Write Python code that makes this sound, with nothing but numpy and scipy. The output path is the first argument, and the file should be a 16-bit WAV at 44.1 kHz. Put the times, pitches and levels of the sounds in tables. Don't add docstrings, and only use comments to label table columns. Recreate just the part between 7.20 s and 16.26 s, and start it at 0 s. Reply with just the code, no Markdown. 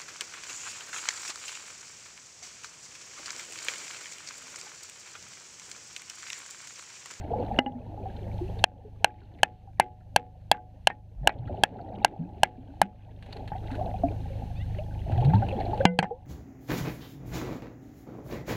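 import sys
import numpy as np
from scipy import signal
from scipy.fft import rfft, irfft, next_fast_len
from scipy.io import wavfile

SR = 44100
rng = np.random.default_rng(int(sys.argv[2]) if len(sys.argv) > 2 else 0)


def unload_wav(signal):
    wavfile.write(
        sys.argv[1],
        SR,
        np.round(np.clip(np.atleast_2d(signal).T, -1, 1) * 32767).astype(np.int16),
    )


N = 399546
TIME = np.arange(N) / SR

# start in seconds, hold in seconds, relative levels of churn, gurgle and fizz
# in dB, fading of the fizz in dB per second.
GAS_GUSHES = [(-.15,0.093,-27.5,-30,-50,21),(0.805,.3,-58,-45,-60,21.5),(1.72,.35,-58.5,-54.5,-56,41),(4.021,.2,-21.5,-28,-50,6),(5.926,0.06,-72,-45.5,-58,4.5),(6.452,0.16,-55,-43.5,-75.5,12.5),(7.837,.2,-27,-35,-53.5,10.5)]
# start in
# seconds, pitch in Hz, level in dB, glide in octaves per second.
GLUGS_AND_THUMPS = [(.104,678,-15.5,1.5),(.111,464,-17,-0.5),(.135,818,-15.5,2.5),(.191,460,-16.5,4),(.548,242.6,-14.5,0.5),(.775,820,-27.5,2),(.856,760,-22,1.5),(1.21,341,-20.5,3),(1.648,424,-23,0),(2.474,805,-25.5,-3),(3.96,41.76,-11.5,2.5),(4.01,124.4,-15,7.5),(4.048,109.8,-20.5,7),(4.248,89.2,-9,3.5),(4.3,377,-18.5,-1.5),(4.99,156,-6,3),(5.002,220,-11,7.5),(5.379,238,-18.5,4.5),(5.486,259,-22.5,3.5),(5.619,191.4,-9,1),(6.319,820,-22.5,4),(6.352,730,-23,5),(6.516,259,-27,3),(6.59,617,-25,-0.5),(6.61,707,-21.5,5),(6.74,732,-24.5,4.5),(6.835,264,-17.5,3.5),(6.835,679,-15,1),(7.103,537,-31.5,0.5),(7.586,584,-24,4.5),(7.97,113,-9.5,3.5),(7.982,707,-22.5,1.5),(8.05,124.6,-6.5,6),(8.13,178,-13.5,3),(8.135,849,-14.5,4.5),(8.137,103,-7,1),(8.222,788,-19.5,0),(8.223,575,-27,1),(8.325,556,-23.5,-4),(8.531,857,-20,0),(8.603,544,-14,0.5),(8.907,768,-12,5.5),(8.909,459,-9,3.5)]
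# multiple of its turning rate, relative level in dB.
ENGINE_TONES = [(1,-8),(2,-4),(3,-5),(4,-1),(5,-17.5),(6,-11.5),(7,-15.5),(8,-21),(9,-28.5),(10,-24)]
# pitch in Hz, level in dB.
WHINE_TONES = [(6199,-82.5),(9298,-82),(12398,-76),(15473,-77)]
# start in seconds, then force, hardness and ring in dB.
TOOL_CLUNKS = [(0.3881,-4,-5,-2),(0.4614,-13.5,-8,-3.5)]
# start in seconds, middle pitch in Hz, bubble level in dB, splash level in dB.
GAS_SPURTS = [(1.387,3630,-44,-47),(2.187,2100,-42,-46),(2.804,1720,-49.5,-54),(3.209,1590,-55,-56),(4.271,1584,-30,-41),(4.584,1540,-35.5,-49),(4.611,4280,-45,-59.5),(6.023,3627,-55,-35),(6.06,2800,-63,-40),(6.125,4350,-30,-33),(6.166,4360,-42,-38),(6.276,3794,-44,-36.5),(6.512,1603,-43,-41),(6.55,2530,-58,-43),(7.585,2740,-40.5,-55),(7.915,1560,-45,-44),(7.976,3040,-49.5,-44.5),(8.003,2900,-46,-42),(8.047,4240,-43,-39.5),(8.097,1710,-43.5,-47),(8.134,1500,-40.5,-42),(8.145,4070,-42.5,-47),(8.22,1570,-41,-60),(8.285,2700,-36,-44),(8.305,2550,-38.5,-52),(8.324,3500,-48.5,-46.5),(8.401,4340,-42.5,-47.5),(8.452,4340,-46.5,-53),(8.575,2900,-48,-46.5),(8.603,1610,-35,-47),(8.611,3000,-50,-49)]
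# start in seconds, then force, hardness and plate ring in dB, and the dB
HAMMER_BLOWS = [(1.4405,1.5,2.5,-26.5,-1),(1.8448,12,3,-19.5,3),(2.2321,13.5,1.5,-21.5,0),(2.5986,14.5,-15,-15.5,1.5),(2.9619,16,-6,-19,-3),(3.315,16.5,-7,-16.5,0.5),(3.672,12.5,3,-23.5,4),(4.0737,14,-2.5,-23,2.5),(4.4361,13,0.5,-27.5,0.5),(4.8471,14.5,-4,-27.5,-1),(5.2332,16,-4.5,-22.5,-1),(5.6163,14,-14.5,-23.5,1)]
# start in seconds, force in dB, ring of the shaken bubbles in dB, ring pitch
# in Hz.
HAMMER_REBOUNDS = [(2.606,-8,-0.5,2090),(3.347,-16.5,-14,1597),(3.378,-20,-21,1560),(3.7015,-1,-14,1830),(4.093,1.5,-10.5,1935)]
# start in seconds, then force, hardness and tool ring in dB,
# share of the ring time, pitch ratio, plate ring in dB.
BENCH_KNOCKS = [(6.318,-15,-13,-62,0.23,1,-48),(8.532,-18,-28.5,-50,0.32,0.97,-49.5),(8.653,4,-4.5,0,0.99,1.023,-24),(8.7897,11.5,-3.5,1,0.22,0.96,-19.5),(8.8275,6,-34,-7.5,0.63,1.04,-22),(8.843,0.5,-36.5,-25,.3,1.04,-33)]
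# start in seconds, starting pitch in Hz, level in dB.
THIN_SQUEAKS = [(7.35,2330,-56.5),(7.39,1830,-50.5)]
# multiple of the pitch, relative level in dB.
SQUEAK_TONES = [(1,0),(1.42,-3),(1.78,-8)]

# (t60, the time to fade by 60 dB).
HANDLE_MODES = [(254,-6,0.17),(514,-13.5,0.066),(818,-5,0.14),(1710,-20.5,0.066),(2030,-15.5,0.069),(2902,4.5,0.035)]
HOUSING_MODES = [(174,-13.5,0.086),(660,-29,0.0018),(820,-2.5,0.021),(1663,-10,0.023),(2390,-28,0.018),(2764,-6,0.0095),(2990,-9,0.013),(4250,-10.5,0.0069),(6340,-26.5,0.0073),(8100,-19,0.0043),(10580,-20.5,0.008)]
PLATE_MODES = [(368,-10,0.24),(484,-8,0.28),(617,-28.5,1),(739,-2.5,.42),(841,0.5,0.27),(815,-8,0.22),(1500,-12.5,.06),(1990,-2,0.056)]
TOOL_MODES = [(175.3,-0.5,0.36),(486,-13.5,0.66),(664,-10.5,0.16),(952,-14,0.11),(1466,-9.5,0.12),(1880,-16,.06),(2014,-6.5,0.14),(2280,-10,.06),(2740,-8,0.066),(3080,-11,.06),(4680,-25,.05)]
# multiple of the ring pitch, relative level in dB, ring
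# time in seconds.
SHAKEN_MODES = [(.75,-14,0.051),(.91,-15,.055),(1,-2,0.064),(1.04,-8,0.032),(1.12,-13.5,.06),(1.25,-13.5,0.056),(1.6,-27,.06)]

# frequency in Hz, relative level in dB.
CHURN_COLOUR = [(15,-17),(28,-1.5),(60,0),(100,8.5),(150,-1),(220,-19),(330,-22.5),(600,-86),(3000,-90.5)]
GURGLE_COLOUR = [(120,-13),(250,-6),(380,-8),(600,-3),(840,0),(950,-12),(1100,-30),(1400,-27.5),(5000,-55.5),(15000,-80.5)]
FIZZ_COLOUR = [(700,-10),(1000,-3),(1300,-10),(1620,1),(2100,-4),(2750,1),(3600,-6),(4300,-4),(4900,-21),(8000,-26),(12000,-31),(15000,-48)]
HISS_COLOUR = [(300,0),(2000,4),(4000,6),(6300,3),(8000,-1),(12000,-3),(14000,-13),(16000,-26)]
CRACKLE_COLOUR = [(1000,-9.5),(4000,5),(10500,-2),(13000,-4),(16000,-10)]
WASH_COLOUR = [(80,-8),(300,1.5),(800,10),(1200,-6),(1700,-1),(2400,-2.5),(3700,-18.5),(4700,-25),(9000,-39.5),(15000,-51.5)]
ECHO_COLOUR = [(400,-7.5),(800,0.5),(1200,-8.5),(1650,0.5),(2200,-2),(2900,-3),(3800,-13.5),(4800,-24),(9000,-33),(15000,-55)]
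RUMBLE_COLOUR = [(70,-12.5),(170,0),(260,3),(380,-3),(520,-3),(900,-19),(2000,-43.5),(6000,-74),(15000,-100)]
SPLASH_COLOUR = [(400,-4),(850,6),(1250,-7),(1620,3),(2100,-2),(2750,1),(3600,-5),(4400,-4),(4900,-22),(8000,-23),(11500,-22),(15000,-40)]


def from_db(db):
    return 10 ** (np.asarray(db) / 20)


def rms_one(x):
    return x / np.sqrt(np.mean(x ** 2) + 1e-20)


def add(out, start_s, sound):
    at = int(np.clip(round(start_s * SR), 0, len(out) - 1))
    out[at:at + len(sound)] += sound[:len(out) - at]


def colour(x, points):
    hz, db = np.transpose(points)
    bins = np.maximum(np.fft.rfftfreq(len(x), 1 / SR), 1)
    gains = from_db(np.interp(np.log(bins), np.log(hz), db))
    return rms_one(irfft(rfft(x) * gains, len(x)))


def noise(points):
    return colour(rng.standard_normal(next_fast_len(N)), points)[:N]


def drift(per_s, length=N):
    return np.interp(TIME[:length] * per_s, np.arange(4096), rng.standard_normal(4096))


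def flow(levels_db, fade_db_per_s, trickle_db):
    attack_s = .062
    power = from_db(trickle_db) ** 2
    fades = np.broadcast_to(fade_db_per_s, len(GAS_GUSHES))
    for (start, hold, *_), db, fade in zip(GAS_GUSHES, levels_db, fades):
        swell = np.clip((TIME - start) / attack_s, 0, 1)
        fading_s = np.maximum(TIME - start - attack_s - hold, 0)
        power = power + (swell * from_db(db - fade * fading_s)) ** 2
    return np.sqrt(power) * from_db(3.5 * drift(per_s=9))


def bubble(hz, t60, rise, swell=.97):
    t = TIME[:int(t60 * SR) + 2]
    phase = 2 * np.pi * np.cumsum(hz * 2 ** (rise * t)) / SR
    return np.sin(phase) * from_db(-60 * t / t60) * (1 - np.exp(-2 * t * hz / swell))


def swarm(count, low_hz, high_hz, cycles, spread_db, climb):
    out = np.zeros(next_fast_len(N))
    for when, size, strength, life, speed in rng.random((count, 5)):
        hz = low_hz * (high_hz / low_hz) ** size
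        t60 = cycles * (.5 + life) / hz
        level = from_db(spread_db * min(-np.log(strength + 1e-9), 3.5))
        add(out, when * N / SR, level * bubble(hz, t60, rise=2 * speed * climb / t60))
    return out


def pops(fizz):
    out = np.zeros(N)
    pops_per_s = 55 * fizz / from_db(-52)
    starts = np.flatnonzero(rng.random(N) < pops_per_s / SR)
    for at, (size, weakness) in zip(starts, rng.random((len(starts), 2))):
        snap = sum(bubble(hz * 2.4 ** size, t60=.018, rise=0, swell=3) for hz in (1400, 1600, 1800))
        add(out, at / SR, fizz[at] * from_db(12 - 10 * weakness) * snap)
    return out


def gas():
    _, _, churn_db, gurgle_db, fizz_db, fizz_fade = np.transpose(GAS_GUSHES)
    churn = flow(churn_db, fade_db_per_s=36, trickle_db=-39)
    gurgle = flow(gurgle_db, fade_db_per_s=11.5, trickle_db=-51)
    far_fizz = flow(fizz_db, fizz_fade, trickle_db=-59.5)
    near_fizz = flow(fizz_db, fizz_fade, trickle_db=-69)
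    middling = swarm(count=2800, low_hz=170, high_hz=1100, cycles=32, spread_db=4, climb=.12)
    tiny = swarm(count=2600, low_hz=1000, high_hz=4800, cycles=40, spread_db=5.5, climb=.04)
    out = churn * from_db(-3.5) * noise(CHURN_COLOUR)
    out += gurgle * from_db(-1) * (colour(middling, GURGLE_COLOUR)[:N] + .55 * noise(GURGLE_COLOUR))
    flutter = from_db(3 * drift(per_s=30))
    out += near_fizz * flutter * from_db(-3.5) * colour(tiny, FIZZ_COLOUR)[:N]
    out += far_fizz * from_db(-8) * noise(FIZZ_COLOUR)
    return out + pops(near_fizz)


def generator():
    turns_per_s = 25.66 * (1 + .0057 * drift(per_s=5.8))
    turns = np.cumsum(turns_per_s) / SR
    hum = np.zeros(N)
    for multiple, db in ENGINE_TONES:
        level = from_db(db + 1.2 * drift(per_s=13))
        hum += level * np.sin(2 * np.pi * (multiple * turns + rng.random()))
    return np.sqrt(2) * from_db(-36.5) * hum


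def electronics():
    whine = sum(from_db(db) * np.sin(2 * np.pi * hz * TIME + .9 * drift(per_s=300))
                for hz, db in WHINE_TONES)
    return np.sqrt(2) * whine + from_db(-70) * noise(HISS_COLOUR)


def glugs():
    out = np.zeros(N)
    for start, hz, db, glide in GLUGS_AND_THUMPS:
        size = 500 / hz
        glug = bubble(hz, t60=.12 * size ** .49, rise=glide, swell=3.4)
        wobble_db = 2.2 * drift(per_s=160, length=len(glug))
        add(out, start, from_db(db + wobble_db) * glug)
    return out


def ring(x, hz, t60):
    decay, angle = from_db(-60 / (t60 * SR)), 2 * np.pi * hz / SR
    return signal.lfilter([0, np.sin(angle)], [1, -2 * decay * np.cos(angle), decay ** 2], x + 1e-18)


def struck(modes, ring_db, swell_s, spot_db=0, pitch=1, lasts=1):
    t = TIME[:SR]
    click, out = 1.0 * (t == 0), 0
    for k, (hz, db, t60) in enumerate(modes):
        waver_db = 2.2 * drift(per_s=45, length=SR)
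        level_db = ring_db + db + spot_db * (-1) ** k + rng.standard_normal()
        out = out + from_db(level_db + waver_db) * ring(click, hz * pitch, t60 * lasts)
    return out * (1 - np.exp(-(t / swell_s) ** 2))


def housing(shock, hard_db):
    out = 0
    for (hz, db, t60), chance in zip(HOUSING_MODES, rng.standard_normal(len(HOUSING_MODES))):
        stiff = np.exp(-np.log(hz / 2900) ** 2 / .3)
        level = from_db(db + stiff * (hard_db + 2.5 * chance))
        out = out + level * ring(shock, hz * np.exp(.045 * stiff * chance), t60)
    return out


def backwash(t):
    hiss = rng.standard_normal(len(t)) * swell_and_fade(t, swell_s=.0006, fade_s=.012)
    rattle = np.zeros(len(t))
    for size, when in rng.random((12, 2)):
        add(rattle, .012 * when ** 2, bubble(1300 * 3 ** size, t60=.045, rise=.5))
    fade_out = np.cos(np.pi / 2 * t / t[-1]) ** 2
    return colour(rms_one(hiss) + .9 * rms_one(rattle), WASH_COLOUR) * fade_out


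def swell_and_fade(t, swell_s, fade_s):
    return (1 - np.exp(-t / swell_s)) * np.exp(-t / fade_s)


def echoes(per_s=320):
    t = TIME[:SR // 3]
    patter = rng.standard_normal(len(t)) * (rng.random(len(t)) < per_s / SR)
    return colour(patter, ECHO_COLOUR) * swell_and_fade(t, swell_s=.004, fade_s=.024)


def rumble():
    t = TIME[:SR // 2]
    bass = colour(rng.standard_normal(len(t)), RUMBLE_COLOUR)
    return bass * swell_and_fade(t, swell_s=.012, fade_s=.05)


def strikes(blows, bass_hz, contact_hz, crack_db, crack_s, wash_db, echo_db, rumble_db):
    out, t = np.zeros(N), TIME[:8192]
    cut_bass = signal.butter(2, bass_hz, "high", fs=SR, output="sos")
    for start, force_db, hard_db, steel in blows:
        crackle = colour(rng.standard_normal(len(t)), CRACKLE_COLOUR) * np.exp(-t / crack_s)
        shock = signal.sosfilt(cut_bass, (t == 0) + .03 * crackle)
        shell = from_db(crack_db + .094 * hard_db) * crackle + housing(shock, hard_db)
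        wash = from_db(wash_db + .091 * hard_db) * backwash(t)
        edge_hz = np.clip(contact_hz * from_db(.65 * force_db), 500, .44 * SR)
        soften = signal.butter(2, edge_hz, fs=SR, output="sos")
        knock = signal.sosfilt(soften, signal.sosfilt(soften, shell + wash))
        add(out, start, -from_db(force_db) * knock)
        add(out, start, signal.sosfilt(soften, steel))
        add(out, start, from_db(force_db + echo_db) * echoes())
        add(out, start, from_db(force_db + rumble_db) * rumble())
    return out


def clunks():
    blows = [(start, force, hard, struck(HANDLE_MODES, db, swell_s=.00079))
             for start, force, hard, db in TOOL_CLUNKS]
    return strikes(blows, bass_hz=313, contact_hz=2800, crack_db=-37, crack_s=.002,
                   wash_db=-28, echo_db=-39.5, rumble_db=-43.5)


def spurts():
    out, t = np.zeros(N), TIME[:8192]
    spread_octaves, top_hz = .14, 4500
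    for start, hz, db, splash_db in GAS_SPURTS:
        grains = rng.standard_normal(len(t)) * (rng.random(len(t)) < .06)
        splash = colour(grains, SPLASH_COLOUR) * swell_and_fade(t, swell_s=.001, fade_s=.009)
        add(out, start, from_db(splash_db) * splash)
        for delay, size, strength in rng.standard_normal((8, 3)):
            pitch = top_hz - abs(top_hz - hz * 2 ** (spread_octaves * size))
            pip = bubble(pitch, t60=45 / pitch, rise=2, swell=5)
            add(out, start + .005 * abs(delay), from_db(db + 2.5 * strength) * pip)
    return out


def hammer():
    blows = [(start, force, hard, struck(PLATE_MODES, db, swell_s=.02, spot_db=spot))
             for start, force, hard, db, spot in HAMMER_BLOWS]
    return strikes(blows, bass_hz=537, contact_hz=8400, crack_db=-18, crack_s=.002,
                   wash_db=-42.5, echo_db=-43.5, rumble_db=-40.5)


def rebounds(hard_db=-10):
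    blows = [(start, force, hard_db, struck(SHAKEN_MODES, db, swell_s=.0001, pitch=hz))
             for start, force, db, hz in HAMMER_REBOUNDS]
    return strikes(blows, bass_hz=356, contact_hz=3500, crack_db=-17.5, crack_s=.0016,
                   wash_db=-33.5, echo_db=-39.5, rumble_db=-49)


def knocks():
    gaps_s = np.diff([row[0] for row in BENCH_KNOCKS], append=N / SR)
    blows = []
    for (start, force, hard, db, share, pitch, plate_db), gap_s in zip(BENCH_KNOCKS, gaps_s):
        tool = struck(TOOL_MODES, db, swell_s=.0022, pitch=pitch, lasts=share)
        choke = np.exp(-np.maximum(TIME[:len(tool)] - gap_s, 0) / .008)
        plate = struck(PLATE_MODES, plate_db, swell_s=.004)
        blows.append((start, force, hard, tool * choke + plate))
    return strikes(blows, bass_hz=146.4, contact_hz=4237, crack_db=-28.5, crack_s=.005,
                   wash_db=-37.5, echo_db=-47, rumble_db=-35)


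def squeaks():
    length_s, octaves_per_s = .048, 5
    out, t = np.zeros(N), TIME[:int(length_s * SR)]
    for start, hz, db in THIN_SQUEAKS:
        pitch = hz * 2 ** (octaves_per_s * t + .012 * drift(per_s=400, length=len(t)))
        phase = 2 * np.pi * np.cumsum(pitch) / SR
        tone = sum(from_db(level) * np.sin(multiple * phase) for multiple, level in SQUEAK_TONES)
        add(out, start, from_db(db) * tone * np.sin(np.pi * t / length_s))
    return out


def scene():
    bubbles = gas() + glugs() + spurts()
    tools = clunks() + hammer() + rebounds() + knocks()
    return (bubbles + tools + squeaks() + generator() + electronics())[None]


def gain_control(x, threshold_db, depth_db, start_db, lag_s, attack_s, release_db_per_s):
    over_db = np.maximum(20 * np.log10(np.abs(x[0]) + 1e-9) - threshold_db, 0)
    cut_db = depth_db * (1 - np.exp(-over_db / 3))
    cut_db[0] = start_db
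    recovery_db = release_db_per_s * TIME
    held_db = np.maximum.accumulate(cut_db + recovery_db) - recovery_db
    late_db = np.interp(TIME - lag_s, TIME, held_db)
    smooth = np.exp(-1 / (attack_s * SR))
    return x * from_db(-signal.lfilter([1 - smooth], [1, -smooth], late_db))


def record(dry):
    ducked = gain_control(dry, threshold_db=-5.5, depth_db=19, start_db=9.5,
                          lag_s=.0026, attack_s=.0011, release_db_per_s=21)
    ceiling, dull_hz, cutoff_hz = .57, 11500, 16000
    clipped = ducked / (1 + (ducked / ceiling) ** 6) ** (1 / 6)
    dulled = signal.sosfilt(signal.butter(2, dull_hz, fs=SR, output="sos"), clipped)
    return signal.sosfilt(signal.ellip(10, .3, 80, cutoff_hz, fs=SR, output="sos"), dulled)


dry = scene()
out = record(dry)
unload_wav(out)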